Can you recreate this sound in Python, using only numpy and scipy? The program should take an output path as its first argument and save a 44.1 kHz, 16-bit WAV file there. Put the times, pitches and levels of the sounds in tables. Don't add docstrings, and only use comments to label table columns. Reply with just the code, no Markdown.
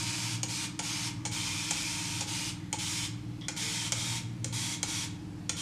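import sys
import numpy as np
from scipy import signal
from scipy.io import wavfile
from scipy.ndimage import uniform_filter1d

SR = 44100
rng = np.random.default_rng(int(sys.argv[2]) if len(sys.argv) > 2 else 0)


def inscribe(sig):
    pcm = np.round(np.clip(np.atleast_2d(sig).T, -1, 1) * 32767)
    wavfile.write(sys.argv[1], SR, pcm.astype(np.int16))


def elevation(decibels):
    levels = np.asarray(decibels, float)
    return 10 ** (levels / 20)


N = 247401
TIME = np.arange(N) / SR

# (frequency [Hz], level [dB per Hz])
JET_COLOUR = [(240, -61.5), (400, -16), (741, -10.5), (919, -5), (1330, -5.5), (1870, -7), (2390, 0.5),
              (2880, -5.5), (3200, -2), (6210, -3), (8860, -7), (12400, -23), (15900, -39)]


def evened(x):
    return x / np.sqrt(np.mean(x ** 2) + 1e-20)


def read(points, hz):
    f, value = np.transpose(points)
    return np.interp(np.log(hz + 1), np.log(f + 1), value)


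def add(mix, s, sound):
    part = mix[round(s * SR):][:len(sound)]
    part += sound[:len(part)]


def resonate(x, hz, width, times):
    turn = np.exp(2j * np.pi * np.cumsum(hz * np.ones(len(x))) / SR)
    r = np.exp(-np.pi * width / SR)
    for _ in range(times):
        x = 2 * (turn * signal.lfilter([1 - r], [1, -r], x / turn + 1e-18)).real
    return x


def ring(modes, detune):
    t = np.arange(4000) / SR
    return sum(elevation(db - 60 * t / t60) * np.sin(2 * np.pi * hz * d * t)
               for (hz, db, t60), d in zip(modes, detune))


def colour(x, spectrum):
    hz = np.fft.rfftfreq(256, 1 / SR)
    log_gain = np.log(elevation(np.maximum(read(spectrum, hz), -100)))
    circle = np.concatenate([log_gain, log_gain[-2:0:-1]])
    causal = np.fft.ifft(np.exp(circle - 1j * signal.hilbert(circle).imag)).real
    return signal.fftconvolve(x, causal[:128])[:len(x)]


def drift(top_hz):
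    hz, t = np.geomspace(top_hz / 12, top_hz, 16)[:, None], TIME[::256]
    waves = np.sin(2 * np.pi * (hz * t + rng.random(hz.shape))) / np.sqrt(hz)
    return np.interp(TIME, t, evened(waves.sum(0)))


def noise(spectrum, patchy_db, size, tilt_db=None):
    hop = size // 4
    frames, hz = N // hop + 5, np.fft.rfftfreq(size, 1 / SR)
    a, b, patches = rng.standard_normal((frames, len(hz), 3)).T
    patches = uniform_filter1d(uniform_filter1d(patches, size=5, axis=0), size=10, axis=1)
    slow_patches = uniform_filter1d(patches, size=60, axis=1)
    patches = evened(patches) + 1.5 * evened(slow_patches)
    field = elevation(read(spectrum, hz)[:, None] + patchy_db * patches)
    if tilt_db is not None:
        octaves = np.log2((hz[:, None] + 50) / 4500)
        leaning = field * elevation(octaves * np.interp(np.arange(frames) * hop, np.arange(N), tilt_db))
        field = leaning * np.sqrt((field ** 2).sum(0) / (leaning ** 2).sum(0))
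    return evened(signal.istft((a + 1j * b) * field, nperseg=size, noverlap=size - hop)[1][:N])


def valve():
    # (valve opens [s], valve shuts [s], pressure [dB], nozzle tuning [factor],
    # bottle ring [dB])
    bursts = [(-.1, 0.355, -35, 0.94, -1), (0.481, 0.658, -35.5, 0.91, -1),
              (0.823, 1.082, -35.5, 0.96, -0.5), (1.314, 1.722, -35.5, 1.01, -1.5),
              (1.696, 2.226, -35.5, 1.02, -1), (2.265, 2.498, -35.5, 0.92, -1),
              (2.785, 3.056, -34.5, 1, -5.5), (3.564, 3.879, -35, 1.03, -2.5),
              (3.95, 4.181, -35.5, 1.05, -1), (4.526, 4.746, -35.5, 1.08, -0.5),
              (4.869, 5.042, -35.5, 1.07, -1.5), (5.566, 5.8, -37.5, 1.04, -2)]
    opens, shuts, full_db, tuned, rings_db = np.transpose(bursts)[..., None]
    build_s, stick_s = 0.019, 0.16
    rest_s = np.maximum(abs(opens - np.roll(shuts, 1)), .01)
    spurt = 0.57 * (1 - np.exp(-rest_s / stick_s))
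    since, after = np.maximum(TIME - opens, 0), np.maximum(TIME - shuts, 0)
    sag_db = 4 * since
    bleed_db = 1.5 * (1 - np.exp(-after / 0.0061)) + 290 * after
    lost_db = sag_db + bleed_db
    flow = (since > 0) * (1 - (1 - spurt) * np.exp(-since / build_s))
    each_db = full_db - lost_db + 20 * np.log10(flow + 1e-9)
    newest, pressure_db = each_db.argmax(0), each_db.max(0)
    bled_db = np.minimum(lost_db[newest, np.arange(N)], 30)
    popping = np.exp(-since[newest, np.arange(N)] / build_s)
    ring_db = rings_db[newest, 0] + 0.063 * bled_db
    tuning = uniform_filter1d(tuned[newest, 0], size=800)
    return pressure_db, bled_db, popping, ring_db, tuning


def mist():
    # (frequency [Hz], width [Hz], level [dB])
    nozzle_rings = [(2225, 430, -5.5), (3092, 300, -2.5), (3550, 69, -7.5), (5320, 920, -2),
                    (6660, 580, -5)]
    # (frequency [Hz], width [Hz], level [dB])
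    bottle_air = [(923, 60, -17), (835, 37, -28), (983, 130, -37)]
    # (time [s], lower nozzle ring [dB], upper nozzle ring [dB],
    # lower ring tuning [factor], brightness [dB per octave])
    facing = [(0, 3, -4, 1.13, 1), (.6, 0, -4, 1.04, 1.5), (1, 1.5, -1, 1.05, 1.5),
              (1.4, 4.5, 2.5, 1.07, 1.5), (1.8, 6.5, 0, 1.07, 2), (2.3, 0.5, -2.5, 1.17, 1.5),
              (2.9, -4, 0.5, 0.96, 2.5), (3.65, 3.5, 1.5, 0.94, 2), (3.85, -3, 4, 0.99, 1.5),
              (4.1, 0, 2.5, 0.98, 2.5), (4.65, 1.5, 0.5, .94, 2.5), (4.95, 2, 0, 1.03, 2.5),
              (5.6, -5, 6, 1, 2)]
    turn, lower_db, upper_db, lower_tuning, facing_db = np.transpose(facing)
    pressure_db, bled_db, popping, ring_db, tuning = valve()
    tilt_db = np.interp(TIME, turn, facing_db) - .12 * bled_db + 0.5 * popping
    droplets = evened(uniform_filter1d(rng.standard_normal(N), size=60))
    sputter = elevation(0.71 * droplets)
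    jet = noise(JET_COLOUR, patchy_db=0.5, size=512, tilt_db=tilt_db) * sputter
    white = rng.standard_normal(N) * sputter
    tunings = [np.interp(TIME, turn, lower_tuning)] + [tuning] * (len(nozzle_rings) - 1)
    lower, *upper = (elevation(db) * evened(resonate(white, hz * k, width, times=2))
                     for (hz, width, db), k in zip(nozzle_rings, tunings))
    nozzle = elevation(np.interp(TIME, turn, lower_db)) * lower
    nozzle = nozzle + elevation(np.interp(TIME, turn, upper_db)) * sum(upper[:2]) + sum(upper[2:])
    bottle = sum(elevation(db) * evened(resonate(white, hz, width, times=2)) for hz, width, db in bottle_air)
    return elevation(pressure_db) * (evened(jet + elevation(-8.0) * nozzle) + elevation(ring_db) * bottle)


def trigger():
    # (time [s], peak [dB], hollow knock [dB], middle [dB], rattle length [s])
    snaps = [(.431, -26, -17, -16, 0.009), (0.791, -32, -7.5, -4, 0.015), (1.2516, -32, -7, -5.5, 0.024),
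             (1.7084, -25, -12.5, -24, 0.0067), (2.208, -32, -8.5, -10, 0.0083),
             (2.728, -26, -11, -13, 0.0072), (3.483, -29, -16, -10, 0.0083),
             (3.921, -23.5, -20, -9, 0.0084), (4.444, -29.5, -25, -8, 0.0062),
             (4.8297, -25, -15.5, -10, 0.0079), (5.4936, -26.5, -18, -3.5, 0.0076)]
    # (frequency [Hz], level [dB])
    lever_colour = [(300, -67), (600, -55), (1100, -15), (1420, 6.5), (1750, -10), (2300, 11), (2750, -8.5),
                    (3200, 8), (4000, 4), (4600, 7.5), (6000, -52)]
    # (frequency [Hz], level [dB])
    scrape_colour = [(3500, -48), (4600, -6), (5700, 2), (6700, 4), (7600, -2.5), (8600, -3), (9800, -14),
                     (12200, -33.5), (13500, -55), (16000, -60)]
    # (frequency [Hz], level [dB])
    tick_colour = [(2000, -20), (5000, -8), (9000, -2), (11500, 6), (13000, 0), (14200, -18), (16500, -14)]
    # (frequency [Hz], level [dB], t60 [s])
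    pump_parts = [(2340, -10, 0.01), (3130, -4.5, 0.011), (4180, -3.5, 0.0085), (5650, -8, 0.005),
                  (7100, 1.5, 0.0086), (8700, 0, 0.0088), (11900, -15, .004)]
    # (frequency [Hz], level [dB], t60 [s])
    wall = [(483, -8.5, 0.073), (533, -6, 0.075), (700, 4.5, 0.015)]
    # (frequency [Hz], level [dB], t60 [s])
    hollow_air = [(726, 3.5, 0.043), (829, 12, 0.051), (927, 8.5, 0.053)]
    out, hollow, t = np.zeros(N), np.zeros(N), np.arange(4000) / SR
    rise = 1 - np.exp(-t / .00015)
    puff = elevation(-24.0 - 140 * t) / (1 + np.exp((t - .042) / 0.0016))
    first = 0.75 * np.exp(-t / 0.0014)
    blow = signal.windows.hann(30)
    swell = (1 - np.exp(-t / .008)) ** 1.5
    for s, peak_db, knock_db, middle_db, length in snaps:
        rough, airy, gritty = rng.standard_normal((3, 4000))
        contacts = abs(gritty) > 1.9
        fade = rise * np.exp(-(t / (0.98 * length)) ** 1.4)
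        scrape = (0.65 + contacts + first) * fade + 0.3 * puff
        detune = 1 + .02 * rng.standard_normal(13)
        struck = [(hz, db + 2.0 * luck, t60)
                  for (hz, db, t60), luck in zip(pump_parts, rng.standard_normal(7))]
        taps = uniform_filter1d(rough * contacts * fade, size=3)
        parts = [
            colour(rough * scrape, scrape_colour),
            colour(airy * scrape, lever_colour),
            signal.fftconvolve(taps, ring(struck, detune[6:]))[:4000],
            swell * signal.fftconvolve(blow, ring(wall, detune[:3]))[:4000],
            swell * signal.fftconvolve(blow, ring(hollow_air, detune[3:6]))[:4000],
            colour(airy * (puff + 0.088 * first * rise), JET_COLOUR),
            colour(gritty * rise * np.exp(-t / .002), tick_colour)]
        parts = [p / np.sqrt(uniform_filter1d(p ** 2, size=200).max()) for p in parts]
        bright, middle, clack, thud, knock, sucked, tick = parts
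        tick_db = -20 + .8 * (peak_db + 24)
        snap = bright + elevation(middle_db) * middle + elevation(-6) * clack + elevation(-13) * sucked + elevation(tick_db) * tick
        add(out, s, elevation(peak_db) * snap)
        add(hollow, s, elevation(-47.5) * thud + elevation(peak_db + knock_db) * knock)
    return out, hollow


def creaks():
    # (time [s], level [dB], frequency [Hz], width [Hz], length [s])
    slips = [
        (3.4105, -44, 3350, 550, 0.019),
        (3.434, -45, 3350, 550, 0.024),
        (3.4115, -48, 5300, 2500, 0.004),
        (3.415, -57, 2050, 600, 0.062),
        (3.415, -58, 5000, 3000, 0.05),
        (3.451, -56, 8000, 1800, .004),
        (3.41, -61, 1000, 600, .07),
        (1.18, -56, 1050, 300, .06),
        (2.6, -60, 1900, 900, .12),
    ]
    out = np.zeros(N)
    for s, db, hz, width, length in slips:
        t = np.arange(round(length * SR)) / SR
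        band = resonate(rng.standard_normal(len(t)), hz, width, times=3)
        fade = np.exp(-.8 * t / length) * np.minimum((length - t) / .003, 1)
        add(out, s, elevation(db) * evened(band) * fade)
    return out


def gurgle():
    # (time [s], level [dB], frequency [Hz])
    tube = [
        (3.6, -70, 453),
        (3.64, -54, 450),
        (3.71, -55.5, 449),
        (3.76, -61, 447),
    ]
    s, db, hz = np.transpose(tube)
    tone = np.sin(2 * np.pi * np.cumsum(np.interp(TIME, s, hz)) / SR)
    return np.sqrt(2) * elevation(np.interp(TIME, s, db, left=-140, right=-140)) * tone


def fan():
    # (time [s], low drone [dB], lowest multiple against it [dB])
    drone = [(0, -39, 2), (.18, -46, -6), (.32, -37.5, -20), (.6, -47.5, 0), (1.05, -44, -3),
             (1.3, -44.5, -1), (1.55, -44.5, 9.5), (1.7, -51, 0), (2.1, -46, 4), (2.35, -46, 1),
             (2.85, -49, 8), (3.1, -40, -7), (3.3, -40.5, -12), (3.55, -51, -5), (4.05, -38.5, -5),
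             (4.55, -40, -7), (4.75, -47.5, 4), (5.61, -47, 3)]
    # (time [s], level [dB])
    casing_ring = [(0, -59), (1.5, -59), (3.1, -60.5), (3.6, -56.5), (4.1, -52.5), (4.6, -56), (4.9, -63),
                   (5.61, -54.5)]
    # (frequency [Hz], level [dB per Hz])
    rumble_colour = [(12, -41.5), (20, -36), (33, -14), (49, -1.5), (91, -4), (123, -2), (179, -8.5),
                     (242, -7.5), (307, -6), (371, -14.5), (400, -40), (520, -50), (880, -120)]
    low_orders = (15, 16, 17, 18, 19)
    mid_orders = (21, 24, 26, 27, 29, 30, 39, 42)
    top_orders = (45, 48, 49, 50, 51)
    low_levels = (2.5, -2.5, -1, 7.5, -11)
    mid_levels = (-55.5, -50.5, -60, -50.5, -61, -56.5, -74.5, -68.5)
    top_levels = (4.5, 2.5, -7.5, -5, -12)
    shaft_hz = 19.56 / 3
    casing_db = np.interp(TIME, *np.transpose(casing_ring))
    s, drone_db, lowest_db = np.transpose(drone)
    low_db = np.interp(TIME, s, drone_db) + 1.5 * drift(11)
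    top_db = -47.5 - 0.59 * np.maximum(casing_db + 59.5, 0) + 0.13 * drift(9.2)
    turns = np.cumsum(shaft_hz * (1 + 0.0018 * drift(2.6))) / SR

    def orders(multiples, levels_db, waver_db, wander):
        total = np.zeros(N)
        for k, db in zip(multiples, levels_db):
            phase = 2 * np.pi * (k * turns + rng.random()) + wander * drift(2.5)
            total += elevation(db + waver_db * drift(4.6)) * np.sqrt(2) * np.sin(phase)
        return total

    leaning_db = [low_levels[0] + np.interp(TIME, s, lowest_db), *low_levels[1:]]
    low = elevation(low_db - 9) * orders(low_orders, leaning_db, waver_db=0.55, wander=1.12)
    middle = orders(mid_orders, mid_levels, waver_db=-0.25, wander=0.33)
    top = elevation(top_db) * evened(orders(top_orders, top_levels, waver_db=0.47, wander=0.43))
    casing = orders([36], [casing_db], waver_db=1.5, wander=.3)
    rumble = elevation(-52) * noise(rumble_colour, patchy_db=1, size=4096)
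    return low + middle + top + casing + rumble


def still_air():
    # (frequency [Hz], level [dB per Hz])
    air_colour = [(210, -27), (350, -4.5), (450, -6.5), (600, -13), (780, -9), (1000, -12), (1700, -14.5),
                  (3200, -16), (6000, -20.5), (9000, -25.5), (12000, -33), (15000, -39), (16500, -60)]
    return elevation(-56.5) * noise(air_colour, patchy_db=0.74, size=1024)


def room(x):
    # (frequency [Hz], t60 [s])
    dying = [(300, 0.76), (1000, 0.93), (3000, 0.52), (8000, 0.4), (12000, 0.22), (15000, 0.13)]
    taps = np.zeros(SR // 2)
    at = np.arange(200, SR // 2 - 20, 20)
    taps[at + rng.integers(0, 20, at.shape)] = rng.choice([-1., 1.], at.shape)
    hz, t, z = signal.stft(taps, SR, nperseg=256)
    tail = signal.istft(z * elevation(-60 * t / read(dying, hz)[:, None]), SR, nperseg=256)[1]
    return signal.fftconvolve(x, tail / np.linalg.norm(tail))[:N]


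def scene():
    spray = mist()
    snaps, knocks = trigger()
    snaps = snaps + creaks()
    wet = room(elevation(-10.5) * spray + elevation(-7.5) * snaps + elevation(-10.0) * knocks)
    mono = spray + snaps + knocks + wet + gurgle() + fan() + still_air()
    return np.array([mono, mono])


def top_cut(x):
    return signal.sosfilt(signal.butter(12, 16060, fs=SR, output="sos"), x)


def record(dry):
    edge = signal.firwin(255, 15200, window=("kaiser", 9), fs=SR)
    mix = signal.oaconvolve(dry, edge[None], "same")
    return top_cut(mix)


dry = scene()
out = record(dry)
inscribe(out)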